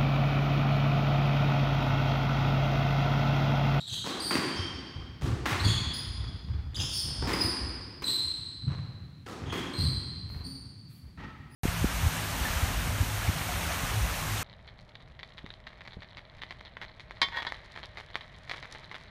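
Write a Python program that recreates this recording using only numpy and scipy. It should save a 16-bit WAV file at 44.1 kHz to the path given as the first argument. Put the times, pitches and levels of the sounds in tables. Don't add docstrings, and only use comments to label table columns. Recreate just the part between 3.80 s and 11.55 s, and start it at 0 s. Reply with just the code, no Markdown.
import sys
import numpy as np
from scipy import signal
from scipy.fft import rfft, irfft, next_fast_len
from scipy.io import wavfile
from scipy.ndimage import map_coordinates

SR = 44100
rng = np.random.default_rng(int(sys.argv[2]) if len(sys.argv) > 2 else 0)


def inscribe(sig):
    pcm = np.round(np.clip(np.atleast_2d(sig).T, -1, 1) * 32767)
    wavfile.write(sys.argv[1], SR, pcm.astype(np.int16))


N = 341775


def amp(db):
    return 10 ** (np.asarray(db) / 20)


def unit(x):
    return x / np.sqrt(np.mean(x ** 2) + 1e-20)


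def along(points, hz):
    frequencies, values = np.transpose(points)
    return np.interp(np.log(hz + 1), np.log(frequencies), values)


def clock(length):
    return np.arange(int(length * SR)) / SR


def add(track, s, x):
    start = max(0, round(s * SR))
    track[start:start + len(x)] += x[:max(0, N - start)]


def wobble(t, rate):
    return map_coordinates(rng.standard_normal(512), [t * rate], mode="wrap")


def noise(spectrum, size):
    hz = np.fft.rfftfreq(size, 1 / SR)
    coloured = rfft(rng.standard_normal(size)) * amp(along(spectrum, hz))
    return unit(irfft(coloured, size))


def blow(spectrum, tilt_db=0, thump_db=0, thump_hz=480, size=4096):
    hz = np.fft.rfftfreq(size, 1 / SR)
    tilt = tilt_db * np.log2(hz / 1000 + 0.081)
    thump = thump_db / (1 + (hz / thump_hz) ** 4)
    cepstrum = irfft(np.log(amp(along(spectrum, hz) + tilt + thump)))
    cepstrum[1:size // 2] *= 2
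    cepstrum[size // 2 + 1:] = 0
    pulse = irfft(np.exp(rfft(cepstrum)))
    return pulse / np.linalg.norm(pulse)


def ringing(hz, t60, size=4096):
    t = np.arange(size) / SR
    mode = np.sin(2 * np.pi * hz * t) * 10 ** (-3 * t / t60)
    return mode / np.linalg.norm(mode)


# (frequency [Hz], time to fall by 60 dB [s])
ECHO_TIMES = [(60, 0.89), (130, 2.3), (260, 1.83), (700, 1.67), (1900, 1.794), (4300, 1.757), (6500, 1.23),
              (9000, 0.99), (15000, 0.39)]
ROUND_TRIP = 0.0614


def court(x, direct_db, build=0.013, merge=0.06, early_db=-10, flutter=1.0, smear=0.011,
          scatter=0.0012, contact=0.0029, shade_hz=7000):
    t = clock(2.4)
    hz, frames, z = signal.stft(rng.standard_normal(len(t)), SR, nperseg=256)
    fade = 10 ** (-3 * frames / along(ECHO_TIMES, hz)[:, None])
    tail = signal.istft(z * fade, SR, nperseg=256)[1][:len(t)]
    returns = 0
    for k in range(1, 4):
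        since_return = t - k * ROUND_TRIP - smear / 2
        returns = returns + flutter / k ** 2 * np.exp(-(since_return / smear) ** 2)
    late = amp(-39.0) * tail * (1 - np.exp(-t / build)) * (1 + returns)
    when, strength = rng.random(24), rng.exponential(size=24)
    delay = 0.0027 + 2 * merge * when
    arrivals = np.bincount((delay * SR).astype(int), strength * np.exp(-delay / merge), len(t))
    smeared = signal.lfilter([1], [1, -np.exp(-1 / (scatter * SR))], arrivals)
    early = smeared * rng.standard_normal(len(t))
    direct = np.exp(-t / contact) * rng.standard_normal(len(t))
    first = amp(early_db) * early / np.linalg.norm(early)
    first += amp(direct_db) * direct / np.linalg.norm(direct)
    shaded = signal.lfilter(*signal.butter(1, shade_hz, fs=SR), first)
    return signal.fftconvolve(x, late + shaded)


# (frequency [Hz], level [dB])
AIR_COLOUR = [(25, -16), (60, -3.5), (110, 8), (250, -4.5), (500, -29.5), (1500, -28.5), (4000, -32),
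              (8000, -41), (15500, -45)]


def ventilation():
    return amp(-53.0) * noise(AIR_COLOUR, N)


# (frequency [Hz], level [dB])
RUB_COLOUR = [(300, 4), (1200, 8), (3000, 0), (6000, 7.5), (9000, -3), (15000, -13)]
SAG = 0.033


def squeak(length, hz, rough, overtone_db, waver=0.029, rasp=0.0794, flutter_db=3, fall_db=9,
           grit=0.65, skirt=0.1):
    t = clock(length)
    glide = hz * (1 + SAG * (0.5 - t / length))
    slow_waver = waver * np.sqrt(rough) * wobble(t, 222.6)
    fast_rasp = rasp * rough * wobble(t, 1102.0)
    pitch = glide * (1 + slow_waver + fast_rasp)
    phase = 2 * np.pi * np.cumsum(pitch) / SR
    overtones = 0
    for k in range(2, 5):
        if k * hz < SR / 2:
            level = amp(overtone_db - fall_db * (k - 2.5)) * (1 + 0.12 * wobble(t, 1380))
            overtones = overtones + level * np.sin(k * phase)
    chatter = 1 + grit * rough * wobble(t, 1195) + skirt * wobble(t, 2600)
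    grip = signal.windows.tukey(len(t), 0.5) * amp(flutter_db * wobble(t, 136.5))
    rub = amp(-17.0) * rough * noise(RUB_COLOUR, len(t))
    return unit(((np.sin(phase) + overtones) * chatter + rub) * grip)


# (time of the slide [s], lead of the first catch [s], length [s], pitch [Hz],
# level [dB], roughness [0-1], overtones [dB])
SOLE_SLIPS = [ (0, 0, 0.017, 3734, -33.5, 0.78, -23.5), (0.12, 0.053, 0.032, 4000, -30, 0.71, -15),
              (0.118, 0.031, 0.032, 3240, -33, 0.52, -11), (0.414, 0.0028, 0.026, 4310, -34.5, .25, -4),
              (0.437, 0.041, 0.054, 4714, -27.5, 0.23, -14.5), (0.704, 0, .13, 3154, -39, 0.27, -23),
              (0.758, 0.004, .04, 5304, -40.5, .4, -25), (1.83, .035, 0.034, 4297, -27.5, 0.49, -16.5),
              (1.864, 0.023, 0.057, 3425, -28, 0.51, -14.5), (2.131, 0.0016, 0.027, 4880, -32.5, 0.35, -10),
              (2.987, 0.045, 0.038, 3228, -30, .85, -9.5), (2.998, 0.04, 0.032, 5120, -31, 0.38, -15),
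              (3.109, 0, 0.12, 5135, -31.5, 0.53, -14.5), (3.113, 0.023, 0.1, 4555, -35, 0.35, -6),
              (3.58, 0.052, 0.0665, 4852, -26, 0.27, -14), (3.6, 0.0029, 0.057, 4250, -41.5, .35, -8),
              (4.259, 0.022, 0.061, 4075, -23, .28, -15), (5.676, .02, .11, 3270, -40, 0.48, -20),
              (5.951, .021, 0.079, 4162, -29.5, 0.15, -18), (5.972, 0, 0.079, 4520, -36.5, 0.49, -16.5),
              (6.637, 0, .059, 4502, -40.5, 0.31, -12), (7.705, 0.009, 0.069, 4880, -52, 0.24, -1)]
CATCH_S, CATCH_DB = 0.0211, -3.5


def squeaks():
    out = np.zeros(N)
    for s, lead, length, hz, db, rough, overtone_db in SOLE_SLIPS:
        catch = (s - lead, CATCH_S, db + CATCH_DB)
        slide = (s, length, db)
        for start, span, level_db in [catch, slide]:
            slip = squeak(span, hz, rough, overtone_db)
            heard = court(slip, direct_db=-6.5, build=0.0073, early_db=-14, flutter=0.047)
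            add(out, start, amp(level_db) * heard)
    return out


# (frequency [Hz], level [dB])
SOLE_COLOUR = [(150, 6), (380, -6), (620, -9), (1150, -8), (2500, -15.5), (6000, -29), (15000, -63)]


def footfall(hz, slap_db, ring=0.069, boards_t60=0.33, boards_db=-2, near_db=-5, room_db=-7):
    t = clock(0.31)
    push = np.sin(2 * np.pi * hz * t) * 10 ** (-3 * t / ring)
    rumble = [(hz / 4, -34), (hz * 0.73, -3), (hz, 0), (hz * 1.54, -6), (hz * 2.61, -26), (hz * 20, -80)]
    shudder = amp(boards_db) * noise(rumble, len(t)) * 10 ** (-3 * t / boards_t60)
    thud = (push + shudder) * (1 - np.exp(-t / 0.0057))
    airborne = amp(room_db) * thud
    slap = blow(SOLE_COLOUR, thump_db=1)
    airborne[:len(slap)] += amp(slap_db) * slap
    heard = court(airborne, direct_db=-25, build=0.028, early_db=-7.0)
    heard[:len(t)] += amp(near_db) * thud
    return heard


# (time [s], heel level [dB], forefoot level [dB], board pitch [Hz],
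# slap of the sole [dB])
LANDINGS = [ (0.108, -32.5, -41, 115, 20), (.74, -36, -38, 74, 18), (1.149, -27.5, -37, 88, 19.5),
            (1.415, -15, -13, 87, 4.5), (1.803, -16.5, -8.5, 104, -5), (2.375, -20, -23, 84, 12),
            (2.68, -18, -20.5, 78.2, 7), (2.925, -28.5, -24, 85, 20.5), (3.24, -26, -27.5, 80.5, 19),
            (3.368, -24.5, -26, 66, 17.5), (3.799, -27, -28.5, 76, 14), (4.818, -32, -18, 116, 14.5),
            (5.147, -36, -44, 76, 8), (5.615, -29, -27.5, 105, 25.5), (5.983, -14, -15, 101, -6),
            (6.495, -25, -25.5, 68, 14), (7.221, -36, -57, 85, 14)]
ROLL_S, HEEL_PITCH = 0.049, 0.94


def steps():
    out = np.zeros(N)
    for s, heel_db, forefoot_db, hz, slap_db in LANDINGS:
        add(out, s, amp(heel_db) * footfall(hz * HEEL_PITCH, slap_db))
        add(out, s + ROLL_S, amp(forefoot_db) * footfall(hz, slap_db))
    return out


# (time [s], level [dB])
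LIGHT_STEPS = [(0.0, -56), (0.47, -45), (1.47, -43.5), (1.62, -36.5), (3.56, -40.5), (4.75, -52),
               (5.03, -37.5), (5.42, -55), (6.22, -42), (6.67, -40.5), (6.84, -53), (7.75, -59)]
STEP_GAP_S = 0.19


def shuffle(boost_db=12.5, hz=88, slap_db=2, spread_db=1.5, pitch_spread=0.22, stagger_s=0.03):
    out = np.zeros(N)
    beats = np.arange(STEP_GAP_S, N / SR, STEP_GAP_S)
    variations = rng.standard_normal((len(beats), 3))
    for s, (late, weight, board) in zip(beats, variations):
        level_db = np.interp(s, *np.transpose(LIGHT_STEPS)) + boost_db + spread_db * weight
        step = footfall(hz * np.exp(pitch_spread * board), slap_db)
        add(out, s + stagger_s * late, amp(level_db) * step)
    return out


# (time [s], level [dB], brightness [dB per octave], thump [dB],
# direct sound [dB], string pitch [Hz])
RACQUET_STROKES = [(.243, 4.5, 1.5, 5.5, -22, 1114), (1.412, 2.5, 1.4, 10, -21.5, 1175),
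                   (3.423, 5, -0.5, 6.5, -12.5, 910), (5.461, -1.5, 1, 7, -26, 1270)]
# (frequency [Hz], level [dB])
RACQUET_COLOUR = [(60, -21), (170, -2), (350, -1), (480, -2), (620, -9), (780, -2.5), (930, -6),
                  (1300, -6.5), (2300, -13.5), (4500, -17.5), (8500, -25.5), (11000, -31.5), (15500, -34.5)]


def racquets():
    out = np.zeros(N)
    for s, db, tilt_db, thump_db, direct_db, string_hz in RACQUET_STROKES:
        hit = blow(RACQUET_COLOUR, tilt_db, thump_db)
        pock = court(hit, direct_db, build=0.023, early_db=-12.5, flutter=0.16)
        ring = ringing(string_hz, t60=0.036)
        strings = court(ring, direct_db, build=0.018, early_db=-5, flutter=0.19)
        add(out, s, amp(db) * (pock + amp(-12.0) * strings))
    return out


# (time [s], level [dB], brightness [dB per octave], thump [dB], direct sound [dB])
WALL_SMACKS = [(.508, 10, 0.34, 2, -8.5), (1.656, 9.5, 0, -7, -10.5), (3.472, 8, 1, 4.5, -12.5),
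               (4.221, -4, 3, 12.5, -5.5), (5.724, 4.5, 0.5, 6, -9)]
# (frequency [Hz], level [dB])
WALL_COLOUR = [(60, -19), (180, 2.5), (320, 4.5), (480, -2), (640, -7), (820, -4), (1050, -2.5), (2100, -4),
               (4000, -12), (6500, -18.5), (9000, -22), (10500, -25), (15500, -23)]


def walls():
    out = np.zeros(N)
    for s, db, tilt_db, thump_db, direct_db in WALL_SMACKS:
        hit = blow(WALL_COLOUR, tilt_db, thump_db)
        crack = court(hit, direct_db, build=0.029, early_db=-11.0, flutter=0.33, contact=0.024)
        shell = ringing(hz=1076, t60=0.024)
        pop = court(shell, direct_db, build=0.0086, early_db=-20.5, flutter=0.43)
        add(out, s, amp(db) * (crack + amp(-11.5) * pop))
    return out


# (time [s], length [s], level [dB])
LIGHT_SCUFFS = [(6.464, 0.1, -60), (7.065, 0.1, -58)]
# (frequency [Hz], level [dB])
SCUFF_COLOUR = [(3000, -8), (7000, -14), (11000, -2), (15500, -2)]


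def scuffs():
    out = np.zeros(N)
    for s, length, db in LIGHT_SCUFFS:
        size = int(length * SR)
        brush = unit(noise(SCUFF_COLOUR, size) * np.hanning(size))
        add(out, s, amp(db) * court(brush, direct_db=-3.0))
    return out


# (frequency [Hz], level [dB])
FRAME_COLOUR = [(60, 12), (140, 13), (300, -2.5), (450, -8), (690, -13), (850, -3), (1050, -7), (1300, -10),
                (1600, -7.5), (2200, -9.5), (4000, -19), (6500, -31.5), (15500, -65)]
# (frequency [Hz], time to fall by 60 dB [s], level [dB])
FRAME_TONES = [(865, 0.11, -24), (1300, 0.033, -12.5), (1860, 0.021, -14.5)]


def scoop(s=7.375, db=-2):
    out = np.zeros(N)
    knock = court(blow(FRAME_COLOUR), direct_db=-19, build=0.011, early_db=-10, flutter=1.0)
    tones = sum(amp(level_db) * ringing(hz, t60) for hz, t60, level_db in FRAME_TONES)
    frame = court(tones, direct_db=-25, build=0.022, early_db=-13, flutter=1.0)
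    add(out, s, amp(db) * (knock + frame))
    return out


# (frequency [Hz], width [Hz], level [dB])
PANEL_TONES = [(73, 3.5, -12.5), (266, 23, -4.5), (341, 42, -9), (1036, 31, -24), (1540, 21, -14),
               (1870, 47, -7)]


def panels(x):
    out = x.copy()
    for hz, width, db in PANEL_TONES:
        out += amp(db) * signal.lfilter(*signal.iirpeak(hz, hz / width, fs=SR), x)
    return out


def scene():
    feet = squeaks() + amp(-1) * steps() + shuffle() + scuffs()
    play = racquets() + walls() + scoop()
    return (panels(feet + play) + ventilation())[None]


def record(dry):
    top_hz = 15800
    thin = signal.sosfilt(signal.butter(5, 44, "highpass", fs=SR, output="sos"), dry)
    size = next_fast_len(N + SR)
    kept = np.fft.rfftfreq(size, 1 / SR) < top_hz
    return irfft(rfft(thin, size) * kept, size)[:, :N]


dry = scene()
out = record(dry)
inscribe(out)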